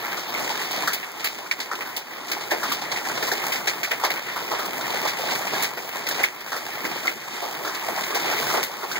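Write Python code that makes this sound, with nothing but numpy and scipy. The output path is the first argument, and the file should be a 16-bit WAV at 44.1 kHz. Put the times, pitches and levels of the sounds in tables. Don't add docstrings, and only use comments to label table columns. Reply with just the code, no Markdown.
import sys
import numpy as np
from scipy import signal
from scipy.fft import rfft, irfft
from scipy.io import wavfile
from scipy.ndimage import uniform_filter1d

SR = 44100
rng = np.random.default_rng(int(sys.argv[2]) if len(sys.argv) > 2 else 0)


def output_pcm(signal):
    pcm = np.clip(np.atleast_2d(signal).T, -1, 1) * 32767
    wavfile.write(sys.argv[1], SR, np.round(pcm).astype(np.int16))


N = 396459

# start_s, level_db, treble_db
DOWNPOUR_SWELL = [(0, -34, 1.5), (.3, -32, -4.5), (.45, -28, 0), (1.5, -29, -3), (2.5, -29, -3),
                  (3.4, -25, -2), (4.3, -27.5, -3), (5, -26, -2), (5.6, -23.5, -3), (6.2, -25, -3.5),
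                  (7, -25.5, -1.5), (7.8, -26.5, -2.5), (8.5, -21, -2), (8.99, -20, -3.5)]
# ping_db, thud_db, crack_db, splash_db;
# rise_ms (time constant), ring_t60_s, dip_db (of the hiss afterwards; values above 0 do nothing)
NEAR_STONES = [(.111,-24.5,2280,0,-16,1.5,-7,2,0.32,0),(.17,-21.5,1420,-5,-1.5,2.5,-9,2.2,0.36,-2.5),(.348,-17,2230,10,1,-8,-15,2,0.15,-.5),
               (.376,-21,2200,-8,-20,2,0,1,.1,0),(.398,-19,1400,-3,3,-2,-6,1.1,0.22,0),(.501,-16,890,6,9,7.5,-9,1.1,0.15,-1.5),
               (.711,-17,835,4,-20,5,5,2.6,0.21,3.5),(.874,-9,1585,-12,-8.5,-2.5,-8,1.7,0.13,-7),
               (.933,-10.5,2270,2,3,12,15,1.07,0.17,-11),(1.028,-21,2120,-5,-6,-12,-17,2,0.13,-3),
               (1.197,-22,720,-4,3,15,-9,0.92,0.15,0),(1.243,-10,2380,-2,-4.5,5.5,5,1.3,0.24,-7),(1.512,-6.5,2290,10.5,-29,0.5,-13,1.2,0.11,-3.5),
               (1.601,-18,2190,-3,0,9.5,-7,1.3,0.16,-1.5),(1.713,-15,1300,-10,-8,-7,-18,2.9,0.15,0),(1.753,-24,1400,-8,1,12,1,0.88,0.064,0),
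               (1.807,-20,2160,-2.5,-18,-7,-8,1.06,.14,-2),(1.818,-23,1300,-1,-2,-3,-14,1,0.11,0),(1.856,-25,1710,-4,-32,-3,-10,4.1,.25,-1.5),(1.965,-14,1890,4,7,14,15,.8,0.2,-9.5),
               (2.281,-25,2200,-8,-17,11,-10,1.4,0.087,0),(2.315,-11.5,2210,-4,-4,5,0,1.8,0.14,0),(2.367,-21.5,865,1,-12,-8,-9,2,0.13,-3),
               (2.409,-25,2260,4,-6.5,11,-6,1.8,0.11,0),(2.508,-16,1700,-3,-18,4.5,-4,2,0.16,-1),(2.514,-11.5,1740,-4.5,1,-7,-9.5,2.4,0.17,-0.5),
               (2.631,-14,1430,-5,-6,-2.5,-7,1.8,0.19,1),(2.654,-21.5,1070,3,-8,-3,-13,1.8,0.1,0),(2.696,-22,2200,-8,-15,9,11,1.1,0.13,0),
               (2.717,-11.5,1140,-1,-5,6,4,5.2,0.15,-2.5),(2.815,-21,2000,-8,-13,7,-2,1,0.21,-1.5),
               (2.915,-14,2060,4,5,10,-8,2.5,0.13,3),(2.96,-14.5,2110,-1,-6,-2,-15,5,0.18,3),(3.051,-20,1870,-6,-9,-6,-14,3,0.12,-1),
               (3.097,-21,1370,0,-3,-19,-23,2,0.16,-1),(3.145,-22,1880,-10,1.5,5,-12,5.8,0.3,0),(3.225,-15.5,1830,-5,-3,-2,-9,5,0.14,0),
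               (3.274,-17,2020,-1,0,2,-2,3,0.16,0),(3.316,-10.5,1750,-6,-2,-1,-8,2.8,0.095,-2.5),(3.416,-21,2010,-9,-5,-13,-9,2,0.17,-2),
               (3.52,-10,2400,1.5,-12,3.5,-0.5,3.5,0.16,-8.5),(3.557,-16.5,2170,7,-5,4,-25,1.6,.18,-1),(3.673,-9,2150,-9,-3,4.5,-8,1.1,0.16,-5.5),
               (3.831,-11.5,2200,-7,-10,1,-6,2.2,0.16,-1),(3.909,-11,2130,-23,-8,-8,-13,2.6,0.14,-2.5),(4.037,-9,943,2,-1,-0.5,-11,1.7,0.15,2),
               (4.047,-11.5,2100,3,-10,3,-1,1.8,0.11,1.5),(4.102,-11.5,2150,0,-6,0,-4,2.7,0.11,0),(4.165,-19.5,1800,-5,-4.5,-16,-16,3.8,0.16,-4),
               (4.36,-15,1250,-13,-4.5,-7,-5.5,5.3,0.12,0),(4.513,-12,945,-12,3.5,-2,-7,1.7,0.24,0),(4.585,-17.5,1160,-12,-2,-2.5,-4,4.8,0.22,1.5),
               (4.651,-23,1830,0,-3,5,14,3,0.17,-3),(4.81,-19,1420,1,-7,6.5,-14,1.6,0.08,-0.5),(4.895,-18.5,900,-5,8,3,0,2.7,0.09,0),
               (4.937,-25,780,19,-14,-7,-10,3,0.14,-0.5),(5.025,-20,860,-14,14,12,-11,2,.18,-1),(5.05,-13.5,840,-13,19.5,13.5,-12,2.3,0.1,-1.5),
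               (5.074,-15.5,2100,-8.5,-14,5,-8,2.4,0.16,-3),(5.184,-20.5,2000,-8,5,10,9,4.6,0.2,0),(5.235,-18,576,-1,-14,-18,-13,3,0.15,-0.5),
               (5.307,-19,2300,-11,-16,9,-6.5,1,0.24,-1.5),(5.35,-19,2270,1,-20,-3,-5,2,0.13,-1),(5.468,-19,2300,-11,-19,-4,-14,2,0.24,2),
               (5.518,-16,1040,-10,10,6.5,3,6.9,0.37,0),(5.624,-12,2190,-6,-29,11,15,1.7,0.18,-15),(5.643,-14.5,2180,4,-27,3,-31,1,0.12,-1.5),
               (5.712,-27,950,0,-6,-10,-14,0.91,0.086,0),(5.772,-21,1960,-11,-2.5,-4,-7,3,.18,-1.5),(6.067,-14.5,2100,-2,-14,3,-10,1,0.12,3),(6.087,-12,1470,8,-16,11,18,1.7,0.1,2),
               (6.11,-14,1750,2,3.5,6,-4,1.8,0.11,3),(6.144,-19,2300,-2,-7,9,-8,1.8,0.1,0),(6.191,-17,2000,-6,-3,-6,-17,4,0.24,3.5),
               (6.233,-14,2250,-8,3,18,25,1,0.11,-5),(6.238,-4.5,2190,8.5,-16,-6,-14,2,0.16,-14),(6.406,-27,2000,-8,-10,4,-1,0.92,0.092,-4),
               (6.519,-16.5,1290,-10,-4,-4,-14,2.4,0.24,0),(6.563,-18,1900,-4,-2.5,1,-1.5,1.8,.18,-3),(6.85,-15,2040,-1.5,-6,-3,-13,1.2,0.13,2.5),
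               (7.05,-17,1400,-5,-2,-5,-9,3.8,.18,-5),(7.072,-15,2160,-2,-10,20,5,1,0.08,4),(7.078,-9,2110,10,-9.5,-10,-17,2,0.2,-11),(7.421,-18,746,-11,-1,-2,-4,2.7,0.3,-5.5),
               (7.648,-17,1120,-6,0,-1.5,-10,0.95,0.32,-1.5),(7.675,-17,1420,-13,-3.5,-2,-10,1.8,0.27,3),(7.751,-19,2240,-8,-8,12,0,0.6,0.065,9),
               (7.886,-17.5,744,3,-13,-16,-5,2,0.17,-2),(7.961,-20,2400,-12,-30,10,-5,.6,0.065,0),
               (8.036,-17,2400,2,1,15,-4.5,1,0.07,0.5),(8.146,-14,2120,-15,2,2,-3,6.1,0.15,-2),(8.311,-15,1910,-5,1.5,1.5,-6,2.7,.15,-1),
               (8.467,-18,1510,-5,-4,-10,-5,3,0.13,1),(8.493,-15.5,1100,-10,-4,-1,-12,4,0.13,4),(8.539,-10.5,990,-6,7.5,-8,-3.5,0.92,0.16,-4.5),(8.576,-15.5,935,-3,18,-7,-15,3.7,0.078,-7),
               (8.63,-11,2190,-9,-22,16.5,14,.4,0.05,-15),(8.636,-16,2000,0,-10,6,8,1,.19,0),(8.83,-21,1100,-1,8,-3,-7,3.2,0.097,1),(8.914,-15.5,1480,0,-8,2,-3,2.5,0.11,-0.5),
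               (8.956,-17.5,2060,2,-9,-7,-19,2.2,.18,0)]
# frequency_hz, density_db (per Hz)
DOWNPOUR_COLOUR = [(30, -5), (60, -30.5), (130, -5.5), (300, -7), (360, -5), (540, -11.5), (850, -7.5),
                   (1500, -11.5), (2100, -7), (2700, -13.5), (3200, -14.5), (3800, -16), (5400, -17.5),
                   (7500, -22), (9000, -27), (10400, -28), (13100, -22.5), (15500, -20.5)]
# frequency_hz, left_minus_right_db
PORT_TILT_DB = [(50, -.4), (130, -1.1), (260, -2.2), (400, -3.5), (650, 0), (950, -2.5), (1750, -1.5),
                (2300, -5), (3200, -.5), (5000, 5.5), (7500, 2), (9000, .3), (11500, -3.5), (14500, -7)]
# frequency_hz, gain_db
APART_COLOUR = [(380, -1), (510, 4), (750, -2), (950, 0)]

PORT_GAP_M, SOUND_M_PER_S = .14, 343
CROSS_LAG_SAMPLES, TOP_HZ = 16, 15740
HIT_SAMPLES = 8192
ECHOES_PER_S, ECHO_CLUMP_S = 350, 0.00052
TICK_DB, TICK_S = 5.5, 0.00086
SPLASH_EXTRA_T60_S = 0.35
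PING_PEAK_S = 0.0015
SINK_S, REBOUND_S, CREEP_S = 0.057, 0.057, 0.53
REBOUND_SHARE = 0.35
TREBLE_SPARED = 0.087


def undb(db):
    return 10 ** (np.asarray(db) / 20)


def unit(gain):
    return gain / np.sqrt(np.mean(np.abs(gain) ** 2))


def table_db(table, hz):
    table_hz, level_db = np.transpose(table)
    return np.interp(np.log(hz + 1), np.log(table_hz), level_db)


def colour(hz):
    return undb(table_db(DOWNPOUR_COLOUR, hz))


def walk(rate_hz):
    hold = int(SR / rate_hz)
    held = np.repeat(rng.standard_normal(N // hold + 1), hold)
    slewed = uniform_filter1d(uniform_filter1d(held, hold), hold)
    return 1.3 * slewed[:N]


def ring(hz, centre_hz, q):
    return 1 / (1 + 1j * q * (hz / centre_hz - centre_hz / hz))


def rain(treble_db):
    hz = np.arange(N // 2 + 1) * SR / N + 1
    flutter_db = 1.0 * walk(18)
    landed = rng.random(N) < 300 / SR
    drops = landed * undb(3.2 * np.minimum(rng.exponential(size=N), 4))
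    drop_power = drops ** 2
    out = 0
    for centre_hz in 60.0 * 2. ** np.arange(9):
        band = np.clip(1 - np.abs(np.log2(hz / centre_hz)), 0, 1) ** .5
        keep = np.exp(-1 / (1.5 * SR / centre_hz + .0007 * SR))
        smeared = signal.lfilter([1 - keep], [1, -keep], drop_power)
        grit = np.sqrt(1 + .6 * smeared / np.mean(drop_power))
        rough = grit * rng.standard_normal((2, N))
        noise = irfft(rfft(rough) * band * colour(hz), N)
        treble_share = np.clip(np.log2(centre_hz / 1000) / 3, 0, 1)
        flicker_db = flutter_db + 1.91 * walk(22)
        out = out + noise * undb(flicker_db + treble_share * treble_db)
    return out / out.std()


def patter(count=330):
    c = rng.random((count, 8)).T
    return knocks(
        start_s=c[0] * N / SR, peak_db=5 + 6.6 * c[1] ** 2, pitch_hz=500 * 5.67 ** c[2],
        ping_db=-6 + 11 * c[3], thud_db=-14 + 11 * c[4], crack_db=-11 + 13 * c[5],
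        splash_db=-17 + 13 * c[6], rise_ms=0.32 + 5.7 * c[7], ring_t60_s=np.full(count, .09),
        q=1.1, clump_db=4.5)


def knocks(start_s, peak_db, pitch_hz, ping_db, thud_db, crack_db, splash_db, rise_ms, ring_t60_s,
           q, clump_db):
    t = np.arange(HIT_SAMPLES) / SR
    hz = np.arange(HIT_SAMPLES // 2 + 1) * SR / HIT_SAMPLES + 1
    thud_part = unit(ring(hz, 640, 0.72) ** 2 * colour(hz))
    crack_part = unit(ring(hz, 4390, 0.64) ** 2 * colour(hz))
    splash_part = unit(ring(hz, 10630, 0.62) ** 2 * colour(hz))
    clump_keep = np.exp(-1 / (ECHO_CLUMP_S * SR))
    ping_age = t / PING_PEAK_S
    ping_swell = ping_age * np.exp(1 - ping_age)
    out = np.zeros((2, N + HIT_SAMPLES))
    stones = zip(start_s, peak_db, pitch_hz, ping_db, thud_db, crack_db, splash_db, rise_ms, ring_t60_s)
    for at_s, level, pitch, ping_level, thud_level, crack_level, splash_level, rise, t60 in stones:
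        chance = rng.standard_normal((3, HIT_SAMPLES))
        single = (rng.random(HIT_SAMPLES) < ECHOES_PER_S / SR) * chance[0] ** 2
        clump_power = undb(2 * clump_db) * signal.lfilter([1], [1, -clump_keep], single)
        echoes = chance[1:] * np.sqrt(1 + clump_power) * undb(-60 * t / t60)
        build = 1 - np.exp(-1000 * t / rise)
        tick = undb(TICK_DB) * np.exp(-t / TICK_S) / max(rise, 1)

        knock = unit(ring(hz, pitch, q) ** 2 + undb(-26.0) * ring(hz, pitch, 1.0) ** 2)
        thud = rfft(echoes * build) * undb(thud_level) * thud_part
        body = rfft(echoes * (build + tick / 2)) * (knock + undb(crack_level) * crack_part)
        splash_echoes = echoes * (build + tick) * undb(-60 * t / SPLASH_EXTRA_T60_S)
        splash = rfft(splash_echoes) * undb(splash_level) * splash_part
        rattle = irfft(thud + body + splash, HIT_SAMPLES)

        turns = pitch * t + chance[1, 0]
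        ping = undb(ping_level) * 2 * ping_swell * np.sin(2 * np.pi * turns)
        hit = rattle + ping
        i = int(at_s * SR)
        out[:, i:i + HIT_SAMPLES] += hit * undb(level) / np.abs(hit).max()
    return out[:, :N]


def dips(t, start_s, dip_db):
    out = np.zeros(len(t))
    for at_s, db in zip(start_s, dip_db):
        age = np.maximum(t - at_s, 0)
        rebound = REBOUND_SHARE * np.exp(-age / REBOUND_S)
        creep = (1 - REBOUND_SHARE) * np.exp(-age / CREEP_S)
        out = out + min(db, 0) * (1 - np.exp(-age / SINK_S)) * (rebound + creep)
    return out


def ports(pair):
    hz = np.arange(N // 2 + 1) * SR / N
    alike = np.sinc(2 * hz * PORT_GAP_M / SOUND_M_PER_S)
    both, apart = rfft(pair) * np.sqrt(np.array([1 + alike, 1 - alike]) / 2)
    apart = apart * undb(table_db(APART_COLOUR, hz))
    left_power = 1 / (1 + undb(-2 * table_db(PORT_TILT_DB, hz)))
    port_gain = np.sqrt(2 * np.array([left_power, 1 - left_power]))
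    return irfft(np.array([both + apart, both - apart]) * port_gain, N)


def scene():
    t = np.arange(N) / SR
    swell_s, *columns = np.transpose(DOWNPOUR_SWELL)
    level_db, treble_db = (np.interp(t, swell_s, c) for c in columns)
    *blows, dip_db = np.transpose(NEAR_STONES)
    coarse_s = np.arange(0, N / SR, .002)
    sunk_db = np.interp(t, coarse_s, dips(coarse_s, blows[0], dip_db))
    level_db = level_db + sunk_db
    treble_db = treble_db - TREBLE_SPARED * sunk_db
    downpour = undb(level_db) * (rain(treble_db) + undb(-4.0) * patter())
    stones = knocks(*blows, q=1.28, clump_db=3.0)
    return ports(downpour + stones)


def record(dry):
    late = np.pad(dry[::-1], ((0, 0), (CROSS_LAG_SAMPLES, 0)))[:, :N]
    steep = signal.ellip(14, .2, 90, TOP_HZ, fs=SR, output="sos")
    return signal.sosfilt(steep, dry - late)


dry = scene()
out = record(dry)
output_pcm(out)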